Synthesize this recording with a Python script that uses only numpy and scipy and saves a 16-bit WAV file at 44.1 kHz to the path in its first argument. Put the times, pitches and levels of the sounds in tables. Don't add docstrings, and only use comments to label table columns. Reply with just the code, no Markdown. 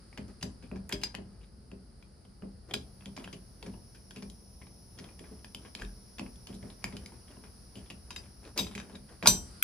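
import sys
import numpy as np
from scipy import signal
from scipy.fft import rfft, irfft
from scipy.io import wavfile
from scipy.ndimage import uniform_filter1d

SR = 44100
rng = np.random.default_rng(int(sys.argv[2]) if len(sys.argv) > 2 else 0)


def to_wav(s):
    ch = np.atleast_2d(s).T
    pcm = np.round(np.clip(ch, -1, 1) * 32767)
    wavfile.write(sys.argv[1], SR, pcm.astype(np.int16))


N = 424683

# t/s, relative level/dB, resonance f/Hz, hardness tilt/(dB/octave), rattle t60/s
CLICKS = [(0.127, -55.5, 2360, -6, 0.032), (0.175, -43, 2270, -2.5, 0.052), (0.281, -62, 5300, 10, 0.058),
          (0.411, -53, 2830, 3, .055), (0.426, -42.5, 5300, 0, 0.018), (0.4282, -36.5, 1010, 6, 0.031),
          (0.625, -57.5, 2470, -1, 0.12), (0.714, -49.5, 2450, -10, 0.014), (0.758, -53, 5430, -5.5, 0.094),
          (0.892, -47.5, 7600, 16.5, 0.013), (0.8947, -44.5, 1750, -4, .06), (0.914, -45.5, 1750, -4, 0.14),
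          (0.9239, -32, 4900, 1.5, 0.087), (1.014, -49, 2840, 3, 0.13), (1.034, -31, 4600, 1.5, 0.035),
          (1.143, -46, 4900, -7, 0.015), (1.1494, -38, 2810, 0.5, 0.013), (1.715, -54.5, 2570, -2, 0.019),
          (2.025, -58.5, 2420, -1.5, 0.016), (2.250, -62, 3060, -7, 0.033), (2.421, -54, 2820, -10, 0.013),
          (2.71, -43, 3300, -4.5, 0.032), (2.737, -35.5, 3600, 4, .021), (2.7393, -32.5, 3440, 3, 0.0075),
          (3.007, -58.5, 2640, -4, 0.14), (3.057, -46.5, 3190, 0.5, 0.047), (3.165, -46, 4760, 2, 0.089),
          (3.176, -44.5, 2350, -8.5, 0.022), (3.241, -45, 2730, -2, 0.071), (3.275, -46, 3200, -6, 0.06),
          (3.328, -45.5, 2980, 3, .06), (3.6264, -45.5, 4530, -2, 0.033), (3.662, -49.5, 5200, -3.5, 0.052),
          (3.736, -55, 2860, -12, 0.096), (3.947, -57, 1620, 2.5, 0.11), (4.108, -49, 1620, 1.5, 0.03),
          (4.160, -48.5, 2580, -0.5, 0.11), (4.223, -47.5, 4800, -2, 0.061), (4.299, -53, 3850, 9.5, .023),
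          (4.615, -53.5, 2150, -5, 0.079), (4.668, -58, 3860, -6, 0.036), (4.987, -47, 4970, -0.5, .06),
          (5.192, -52, 2333, 2, 0.048), (5.240, -55, 2290, -7.5, 0.055), (5.445, -47.5, 1610, 1.5, 0.018),
          (5.547, -40, 3040, 4, 0.029), (5.649, -51.5, 3220, -7.5, .12), (5.750, -39.5, 4450, 2.5, .02),
          (5.789, -49.5, 2570, -1.5, 0.22), (5.819, -40, 1667, -2.5, 0.054), (5.848, -53, 3740, 0, 0.045),
          (6.183, -45, 2540, -0.5, 0.04), (6.194, -39, 2540, -3, .022), (6.259, -53.5, 2520, -8.5, 0.099),
          (6.357, -62, 3260, 6, .012), (6.470, -47.5, 3140, 2.5, 0.035), (6.542, -56, 3840, 11, 0.1),
          (6.627, -55, 2113, -4.5, 0.032), (6.841, -31.5, 2260, 1.5, 0.036), (6.924, -53, 2260, -4, 0.034),
          (6.967, -45, 3000, 2, 0.031), (7.060, -46, 2260, 6, 0.0083), (7.1201, -55, 950, -3, 0.024),
          (7.368, -56, 2820, -17.5, 0.024), (7.437, -53.5, 5220, -6.5, 0.16), (7.754, -51, 3000, 2.5, 0.2),
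          (7.9009, -43, 2640, 0.5, .06), (8.1056, -44.5, 2440, 5.5, 0.036), (8.161, -40, 2760, 1, 0.023),
          (8.576, -30, 4796, 5.5, 0.058), (8.581, -34, 910, 4, 0.069), (8.589, -34, 3625, 4.5, 0.22),
          (8.666, -46, 3840, -3, .068), (8.712, -51.5, 3840, -4, 0.18), (8.751, -40.5, 2450, 4, 0.05),
          (8.7779, -42, 2540, -2, .076), (8.798, -44.5, 1620, 0, 0.097), (8.896, -53, 5260, -6.5, 0.097),
          (8.953, -49, 3900, -1.5, 0.054), (9.226, -36.5, 2380, -5, .017), (9.232, -39, 5220, -6, .08),
          (9.2581, -25.5, 2550, -4, 0.0081), (9.264, -29.5, 1390, 8, .05), (9.272, -13.5, 4340, 9, 0.041),
          (9.625, -31.5, 2350, 0.5, 0.049)]
# f/Hz, width/Hz, relative level/dB
CASE = [(1660, 134, 3.5), (2370, 250, 6.5), (2880, 1200, 2.5), (3300, 180, 5), (3900, 220, 4),
        (4450, 150, 10.5), (4920, 84, 19)]
USUAL_DB = -45


def amp(db):
    return np.exp(np.asarray(db) * (np.log(10) / 20))


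def evened(x):
    return x / np.sqrt(np.mean(x ** 2) + 1e-30)


def onset_evened(x, size):
    return x / np.sqrt(np.mean(x[:, :size] ** 2) + 1e-30)


def read(points, hz):
    f, value = np.transpose(points)
    return np.interp(np.log(hz + 1), np.log(f + 1), value)


def follow(rows):
    s, *columns = np.transpose(rows)
    return [np.interp(np.arange(N) / SR, s, column) for column in columns]


def add(mix, s, sound):
    part = mix[:, max(round(s * SR), 0):][:, :sound.shape[1]]
    part += sound[:, :part.shape[1]]


def colour(x, gain_db):
    log_gain = np.log(amp(np.r_[gain_db, gain_db[-2:0:-1]]))
    response = np.exp(np.conj(signal.hilbert(log_gain)))[:len(gain_db)]
    return irfft(rfft(x) * response)


def ports(a, b, same, left_db):
    same = np.clip(same, 0, 1)
    right = same * a + np.sqrt(1 - same ** 2) * b
    right = np.pad(right, (2, 0))[:len(a)]
    return np.array([a * amp(left_db / 2), right * amp(-left_db / 2)])


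def clicks(crack_s=0.0015, rattle_db=-6, grain_db=5.0, resonance_peak_db=16, sharpness=7.8,
           knock_db=-1.5, snap_db=-1.5, size=8192):
    # f/Hz, gain/dB
    knock_colour = [(150, -22), (450, -1), (950, 3.5), (1300, -0.5), (1800, -0.5), (3300, -1.5), (4800, -9),
                    (6000, -3), (7500, -9), (11000, -66)]
    # f/Hz, gain/dB
    snap_colour = [(3000, -27), (5500, -41), (7300, 7), (8700, -6), (10300, 8), (11400, -7), (12000, -16),
                   (13300, 0), (15000, -10), (16000, -34)]
    out = np.zeros((2, N))
    t, hz = np.arange(size) / SR, np.fft.rfftfreq(size, 1 / SR)
    for s, db, ring_hz, tilt_db, treble_db, t60, rise_s in contacts():
        a, b, c, d, lumps = rng.standard_normal((5, size))
        chatter = amp(rattle_db + grain_db * evened(uniform_filter1d(lumps, size=40)))
        closing = 1 - np.exp(-t / rise_s)
        envelope = closing * (np.exp(-t / crack_s) + chatter * amp(-60 * t / t60))

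        detuning = 2 * sharpness * (hz / ring_hz - 1)
        resonance_db = 10 * np.log10(1 + amp(resonance_peak_db) ** 2 / (1 + detuning ** 2))
        hardness_db = tilt_db * np.log2(np.clip(hz, 900, 5500) / 2500)
        part_db = np.maximum(resonance_db, case_colour(hz)) + hardness_db

        knock = ports(a * envelope, b * envelope, same=0.77, left_db=2.0)
        knock = onset_evened(colour(knock, read(knock_colour, hz) + part_db), size=441)
        snap = ports(c * envelope, d * envelope, same=0.18, left_db=-2.5)
        snap = onset_evened(colour(snap, read(snap_colour, hz)), size=441)
        add(out, s, amp(db + knock_db) * knock + amp(db + treble_db + snap_db) * snap)
    return out


def contacts(close_s=0.00053, halved_by_db=30, halved_by_tilt=33,
             usual_treble_db=-14, treble_per_tilt=0.93, treble_per_db=0.0144):
    for s, db, ring_hz, tilt_db, t60 in [*CLICKS, *faint_ticks()]:
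        force_db = db - USUAL_DB
        treble_db = usual_treble_db + treble_per_tilt * tilt_db + treble_per_db * force_db
        rise_s = close_s * .5 ** (force_db / halved_by_db + tilt_db / halved_by_tilt)
        yield s, db, ring_hz, tilt_db, treble_db, t60, rise_s


def case_colour(hz, scatter_db=2, case_db=1.0):
    centre, width, db = np.transpose(CASE)[:, :, None]
    heights = amp(case_db + db + scatter_db * rng.standard_normal(db.shape))
    peaks = heights ** 2 / (1 + (2 * (hz - centre) / width) ** 2)
    return 10 * np.log10(1 + peaks.sum(0))


def faint_ticks(count=300, ticks_per_s=14, tick_db=-2, spread_db=7.5, tilt_db=-2, t60_s=0.077):
    strength, rows = rubbing(), []
    chance = ticks_per_s * N / SR / count
    for when, luck, size, part in rng.random((count, 4)):
        rub = strength[int(when * N)]
        if luck < chance and rub > 1e-4:
            db = 20 * np.log10(rub) + tick_db + spread_db * (2 * size - 1)
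            ring_hz = CASE[int(part * len(CASE))][0]
            rows.append((when * N / SR, db, ring_hz, tilt_db, t60_s))
    return rows


def metal():
    # t/s, lever/dB, spindle/dB, plate/dB, lever tilt/(dB/octave), plate tilt/(dB/octave)
    strikes = [(.4285, -54, -50, -56, -5, -2), (0.925, -52, -40, -44, 5, 5),
               (1.036, -61, -33.5, -51, 0, 15), (2.740, -50, -42, -36.5, -13, 10.5),
               (8.106, -52, -51, -47.5, -18, -9), (8.162, -55, -46, -65, 2, 6),
               (8.578, -41, -45, -45, 19, 12), (8.591, -38.5, -65, -41, -5, -21),
               (8.779, -51, -69, -65, -15, -1), (9.2599, -42, -48, -27.5, -14, -4),
               (9.2728, -16.5, -50, -27, 1.5, -31), (9.625, -21, -60, -28.5, 23.5, 3)]
    # f/Hz, relative level/dB, t60/s, left minus right/dB
    lever = [(2665, -28, .22, 0), (3112, -22, .29, 5), (3763, -10, .16, 7), (3855, -15, .14, 2),
             (4160, -17, .09, 0), (4856, -26, .3, -6), (5733, -11, .28, 10), (6110, 0, .18, -2),
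             (7418, -10, .26, 2), (8048, -9, .25, -3), (8581, -12, .27, -1), (8979, -20, .24, -2),
             (10730, -15, .12, 0), (11060, -19, .2, -1), (12780, -21, .14, 2), (13160, -10, .19, 0),
             (13660, -20, .07, 0), (14700, -17, .07, -2)]
    # f/Hz, relative level/dB, t60/s, left minus right/dB
    spindle = [(2820, -7, 0.056, -11), (4900, 2, 0.096, -8), (4930, -1, 0.18, 8), (5010, -5, 0.19, 4),
               (4870, -28, 0.084, -2), (6250, -16, 0.1, -1), (7340, -3, 0.05, -5), (8130, -10, 0.095, 11),
               (10200, -24, 0.093, 2), (12660, -14, 0.053, 1)]
    # f/Hz, relative level/dB, t60/s, left minus right/dB
    plate = [(630, -20, 0.039, 6), (952, -3.5, 0.052, 6), (1020, -7, 0.077, 0), (1138, -4, 0.049, -8),
             (1424, 3.5, 0.034, 0), (1648, -4, 0.1, 2), (1960, -13, 0.039, -1), (2340, -11, 0.024, -12),
             (2540, -4.5, 0.043, -11), (3313, -0.5, 0.033, 9)]
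    # f/Hz, relative level/dB, t60/s, left minus right/dB
    catch = [(3770, 0.5, 0.075, 13), (3840, -1, 0.067, 1), (4940, -12, 0.24, 5)]
    # t/s, level/dB
    catch_slips = [(8.163, -45), (8.59, -30.5), (8.668, -51), (8.954, -55), (9.273, -33)]
    out = np.zeros((2, N))
    for s, lever_db, spindle_db, plate_db, tilt_db, plate_tilt_db in strikes:
        add(out, s, amp(lever_db) * ring(lever, tilt_db, port_turn=1.54))
        add(out, s, amp(spindle_db) * ring(spindle, 0, port_turn=1.0, twin_db=-6))
        add(out, s, amp(plate_db) * ring(plate, plate_tilt_db, port_turn=0.98))
    for s, db in catch_slips:
        add(out, s, amp(db) * ring(catch, 0, port_turn=0.96))
    return out


def ring(modes, tilt_db, port_turn, rise_s=0.00063, linger_db=-24, linger=2.35, twin_db=-12, split_hz=38):
    t = np.arange(SR // 3) / SR
    hz, db, t60, pan_db = np.transpose(modes)[:, :, None]
    dying = amp(-60 * t / t60) + amp(linger_db - 60 * t / (t60 * linger))
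    heights = amp(db + tilt_db * np.log2(hz / hz.mean())) * dying
    apart = port_turn * rng.choice([-1, 1], hz.shape) * hz / (hz + hz.mean())

    twin_turns = split_hz * rng.standard_normal(hz.shape) * t + rng.random(hz.shape)
    beat = 1 + amp(twin_db) * np.exp(2j * np.pi * twin_turns)
    partials = heights * beat * np.exp(2j * np.pi * (hz * t + rng.random(hz.shape)))

    port_gains = [amp(side * pan_db / 2) * np.exp(1j * side * apart) for side in (1, -1)]
    sound = (np.hstack(port_gains).T @ partials).real
    return onset_evened(sound * (1 - np.exp(-t / rise_s)), size=441)


def scrape(grains_per_s=550, grain_db=3.0, smooth=0.32):
    grains = rng.random(N) < grains_per_s / SR
    slips = grains * amp(grain_db * np.minimum(rng.exponential(1, N), 4)) + smooth
    a, b = slips * rng.standard_normal((2, N))
    # f/Hz, gain/dB
    tone = [(120, -7), (250, 16.5), (500, 11.5), (900, 3.5), (1800, 0.0), (3200, -10.5),
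            (5000, -6.5), (8000, -14), (15000, -21)]
    gain = amp(read(tone, np.fft.rfftfreq(N, 1 / SR)))
    sound = irfft(rfft(ports(a, b, same=0.87, left_db=1.0)) * gain, N)
    return evened(sound) * rubbing()


def rubbing():
    # t/s, length/s, peak level/dB
    rubs = [(0.272, 0.058, -57), (1.16, 0.37, -67.5), (2.68, 0.052, -53), (3.159, 0.12, -54),
            (3.605, 0.12, -56), (4.13, .13, -65), (4.933, 0.23, -58), (5.132, 0.31, -62),
            (5.551, 0.18, -59.5), (5.751, .12, -53.5), (6.464, .1, -56), (6.594, 0.17, -57.5),
            (6.757, 0.49, -59.5), (7.263, .12, -58), (7.714, 0.2, -62), (8.05, 0.27, -60),
            (8.411, 0.12, -54), (8.557, 0.055, -37.5), (8.735, 0.29, -58.5), (9.073, 0.097, -56),
            (9.223, 0.051, -41.5)]
    t = np.arange(N) / SR
    return sum(amp(db) * np.sin(np.pi * np.clip((t - s) / length, 0, 1)) for s, length, db in rubs)


def door(rise_s=0.0075, focus_db=5, scatter_db=2.0, detune=0.021, level_db=-1.5, puff_db=-11, puff_t60=0.19):
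    # nominal f/Hz, relative level/dB, t60/s
    leaf_modes = [(68, 6, 0.12), (113.3, -1, 0.2), (167.4, -3, 0.26), (195.94, 0.5, 0.35),
                  (231.9, -8.5, 0.36), (259.5, -4, 0.29), (318, -12.5, 0.38), (360, -6.5, 0.23),
                  (411, -1.5, 0.23), (468, -20, 0.042), (530, -12, 0.047), (628, -8, 0.26)]
    # f/Hz, gain/dB
    blur = [(150, -23.5), (300, -1.5), (550, 0), (800, -9.0), (1500, -24.0), (3000, -31), (6000, -57.0)]
    out, t = np.zeros((2, N)), np.arange(16384) / SR
    hz, mode_db, t60 = np.transpose(leaf_modes)[:, :, None]
    blur_db = read(blur, np.fft.rfftfreq(len(t), 1 / SR))
    for s, db, centre_hz in door_blows():
        size, shift, phase, apart = rng.standard_normal((4, len(leaf_modes), 1))
        a, b = rng.standard_normal((2, len(t))) * amp(-60 * t / puff_t60)
        off_centre_db = focus_db * np.log2(hz / centre_hz) ** 2
        heights = amp(mode_db + scatter_db * size - off_centre_db - 60 * t / t60)
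        angle = 2 * np.pi * (hz * (1 + detune * shift) * t + phase)
        spread = apart * (hz / 550) ** 2
        modes = np.array([(heights * np.sin(angle + side * spread)).sum(0) for side in (1, -1)])
        puff = colour(ports(a, b, same=0.3, left_db=-2.5), blur_db)
        thump = onset_evened(modes, size=1764) + amp(puff_db) * onset_evened(puff, size=1764)
        thump = thump * (1 - np.exp(-t / rise_s))
        add(out, s, amp(db + level_db) * onset_evened(thump, size=1764))
    return out * amp([[.4], [-.4]])


def door_blows(nudge_db=-54.5, nudge_per_db=0.5524, nudge_per_tilt=-0.42, nudge_hz=240):
    # t/s, relative level/dB, centre of the thud f/Hz
    pushes = [(0.179, -40.5, 194), (0.28, -50, 209), (0.429, -38, 170), (0.629, -48.5, 225),
              (0.716, -38.5, 215), (0.748, -44, 200), (0.926, -38, 340), (1.177, -42, 227),
              (1.717, -46, 250), (2.422, -41, 213), (2.711, -45, 286), (2.742, -41, 282), (3.06, -45, 218),
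              (3.17, -47, 290), (3.33, -48, 254), (3.627, -47.5, 245), (3.662, -40.5, 198),
              (4.163, -46, 230), (4.22, -44.5, 212), (4.988, -48, 240), (5.198, -49.5, 257),
              (5.31, -48, 244), (5.82, -46, 194), (6.196, -38, 188), (6.492, -43, 214), (6.535, -47.5, 210),
              (6.629, -43.5, 176), (6.842, -42.5, 145), (6.93, -41, 174), (7.757, -47, 237),
              (7.9, -50.5, 195), (8.578, -40, 240), (8.598, -36.5, 233), (8.755, -43, 214),
              (8.931, -46.5, 213), (9.229, -37.5, 233), (9.273, -31.5, 232)]
    nudges = []
    for s, db, _, tilt_db, _ in CLICKS:
        blow_db = nudge_db + nudge_per_db * (db - USUAL_DB) + nudge_per_tilt * tilt_db
        nudges.append((s, blow_db, nudge_hz))
    return [*pushes, *nudges]


def sway(hz=44, t60=0.49, rise_s=0.03):
    # t/s, level/dB
    sways = [(5.81, -34.5), (6.842, -49), (8.59, -57), (9.275, -37)]
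    out, t = np.zeros((2, N)), np.arange(SR) / SR
    wobble = np.sin(2 * np.pi * hz * t) * amp(-60 * t / t60) * (1 - np.exp(-t / rise_s))
    for s, db in sways:
        add(out, s, amp(db) * np.sqrt(2) * np.array([wobble, wobble]))
    return out


def room(x, gap_s=0.0016):
    # f/Hz, t60/s
    decay = [(150, 0.13), (500, 0.51), (2000, 0.23), (5000, 0.21), (10000, 0.18), (15000, 0.15)]
    taps = rng.standard_normal((2, SR // 2)) * (rng.random((2, SR // 2)) < .12)
    hz, t, z = signal.stft(taps, SR, nperseg=256)
    tail = signal.istft(z * amp(-60 * t / read(decay, hz)[:, None]), SR)[1]
    tail = tail * np.clip(np.arange(tail.shape[1]) / SR / gap_s - 1, 0, 1)
    return signal.fftconvolve(x, tail / np.linalg.norm(tail[0]), axes=1)[:, :N]


def noise(spectrum):
    # f/Hz, left-right likeness/1
    likeness = [(60, 0.95), (280, 0.85), (640, 0), (1400, 0.038), (3100, 0.31), (5200, 0.16), (9000, 0),
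                (10200, 1), (12000, 0), (14000, 0.76)]
    hz = np.fft.rfftfreq(N, 1 / SR)
    a, b = rng.standard_normal((2, len(hz))) + 1j * rng.standard_normal((2, len(hz)))
    same = np.clip(read(likeness, hz), -1, 1)
    bins = np.array([a, same * a + np.sqrt(1 - same ** 2) * b])
    return evened(irfft(bins * amp(read(spectrum, hz)), N))


def rumble(thumps, rest_db=-54, swell_db=-7, swell_s=0.054):
    # f/Hz, relative density/dB
    spectrum = [(12, -57), (20, -26), (35, -8.5), (59, 2), (79, -1.5), (92, -6.5), (129, -5), (146, -12.5),
                (195, -6), (286, -18.5), (419, -18.5), (634, -25), (900, -29.5), (1170, -50), (1980, -120)]
    keep = np.exp(-1 / (swell_s * SR))
    shaking = signal.lfilter([1 - keep], [1, -keep], (thumps ** 2).mean(0))
    level = np.sqrt(amp(rest_db) ** 2 + amp(swell_db) ** 2 * shaking)
    return noise(spectrum) * level * amp([[.6], [-.6]])


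def hiss():
    # t/s, level/dB, share of the bright colour/1
    course = [(0, -63, 0.09), (1.5, -67.5, 0.19), (2.65, -66.5, 0.22), (2.85, -62.5, 0.65), (3.4, -62, 0.7),
              (4.5, -61.5, 0.98), (6, -60, 0.85), (7.5, -60, 0.75), (9, -62, 0.73), (9.63, -56, 0.14)]
    # f/Hz, relative density/dB
    dull_colour = [(300, -29), (700, -4), (1300, 9.5), (2500, -2.5), (3600, -4.5), (4900, 12), (6000, -4.5),
                   (7600, -9), (9000, 1.5), (9800, 9), (11000, -27), (12000, -31), (14000, -17),
                   (16000, -42)]
    # f/Hz, relative density/dB
    bright_colour = [(300, 3.5), (700, 9), (1400, -1.5), (3400, -6.5), (4500, 1.5), (5450, 9.5), (6500, -4),
                     (7900, -19.5), (9200, 6), (10300, 10), (11100, 5), (12100, -37), (14200, -1),
                     (16000, -31)]
    level_db, bright = follow(course)
    bright = np.clip(bright, 0, 1)
    blend = np.sqrt(1 - bright) * noise(dull_colour) + np.sqrt(bright) * noise(bright_colour)
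    return blend * amp(level_db)


def whistle(waver_hz=9):
    # mean f/Hz, relative level/dB
    lines = [(5076, -2), (5545, 1), (5717, -20), (5873, -7)]
    # t/s, level/dB
    swell = [(0, -110), (3, -100), (3.7, -71.5), (4.9, -69), (5.4, -68.5), (6.4, -67), (7.2, -71.5),
             (7.9, -72), (8.5, -68), (9, -81)]
    knots = np.linspace(0, N, num=120)
    port_turns = np.array([[0], [1 / 5]])
    out = np.zeros((2, N))
    for hz, db in lines:
        drift = np.interp(np.arange(N), knots, rng.standard_normal(len(knots)))
        turns = np.cumsum(hz + waver_hz * drift) / SR
        out += amp(db) * np.sin(2 * np.pi * (turns + port_turns))
    return evened(out) * amp(follow(swell)[0])


def scene():
    ticks, rings, thumps = clicks(), metal(), door()
    direct = ticks + rings + scrape() + thumps + sway()
    reflected = room(amp(-8.0) * ticks + amp(-18.5) * thumps + amp(-19.5) * rings)
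    floor = rumble(thumps) + hiss() + whistle()
    return direct + reflected + floor


def record(dry, ceiling=.85, edge_hz=15900):
    rounded = dry / (1 + (abs(dry) / ceiling) ** 6) ** (1 / 6)
    low_pass = signal.firwin(255, edge_hz, window=("kaiser", 10), fs=SR)
    return signal.oaconvolve(rounded, low_pass[None], "same")


dry = scene()
out = record(dry)
to_wav(out)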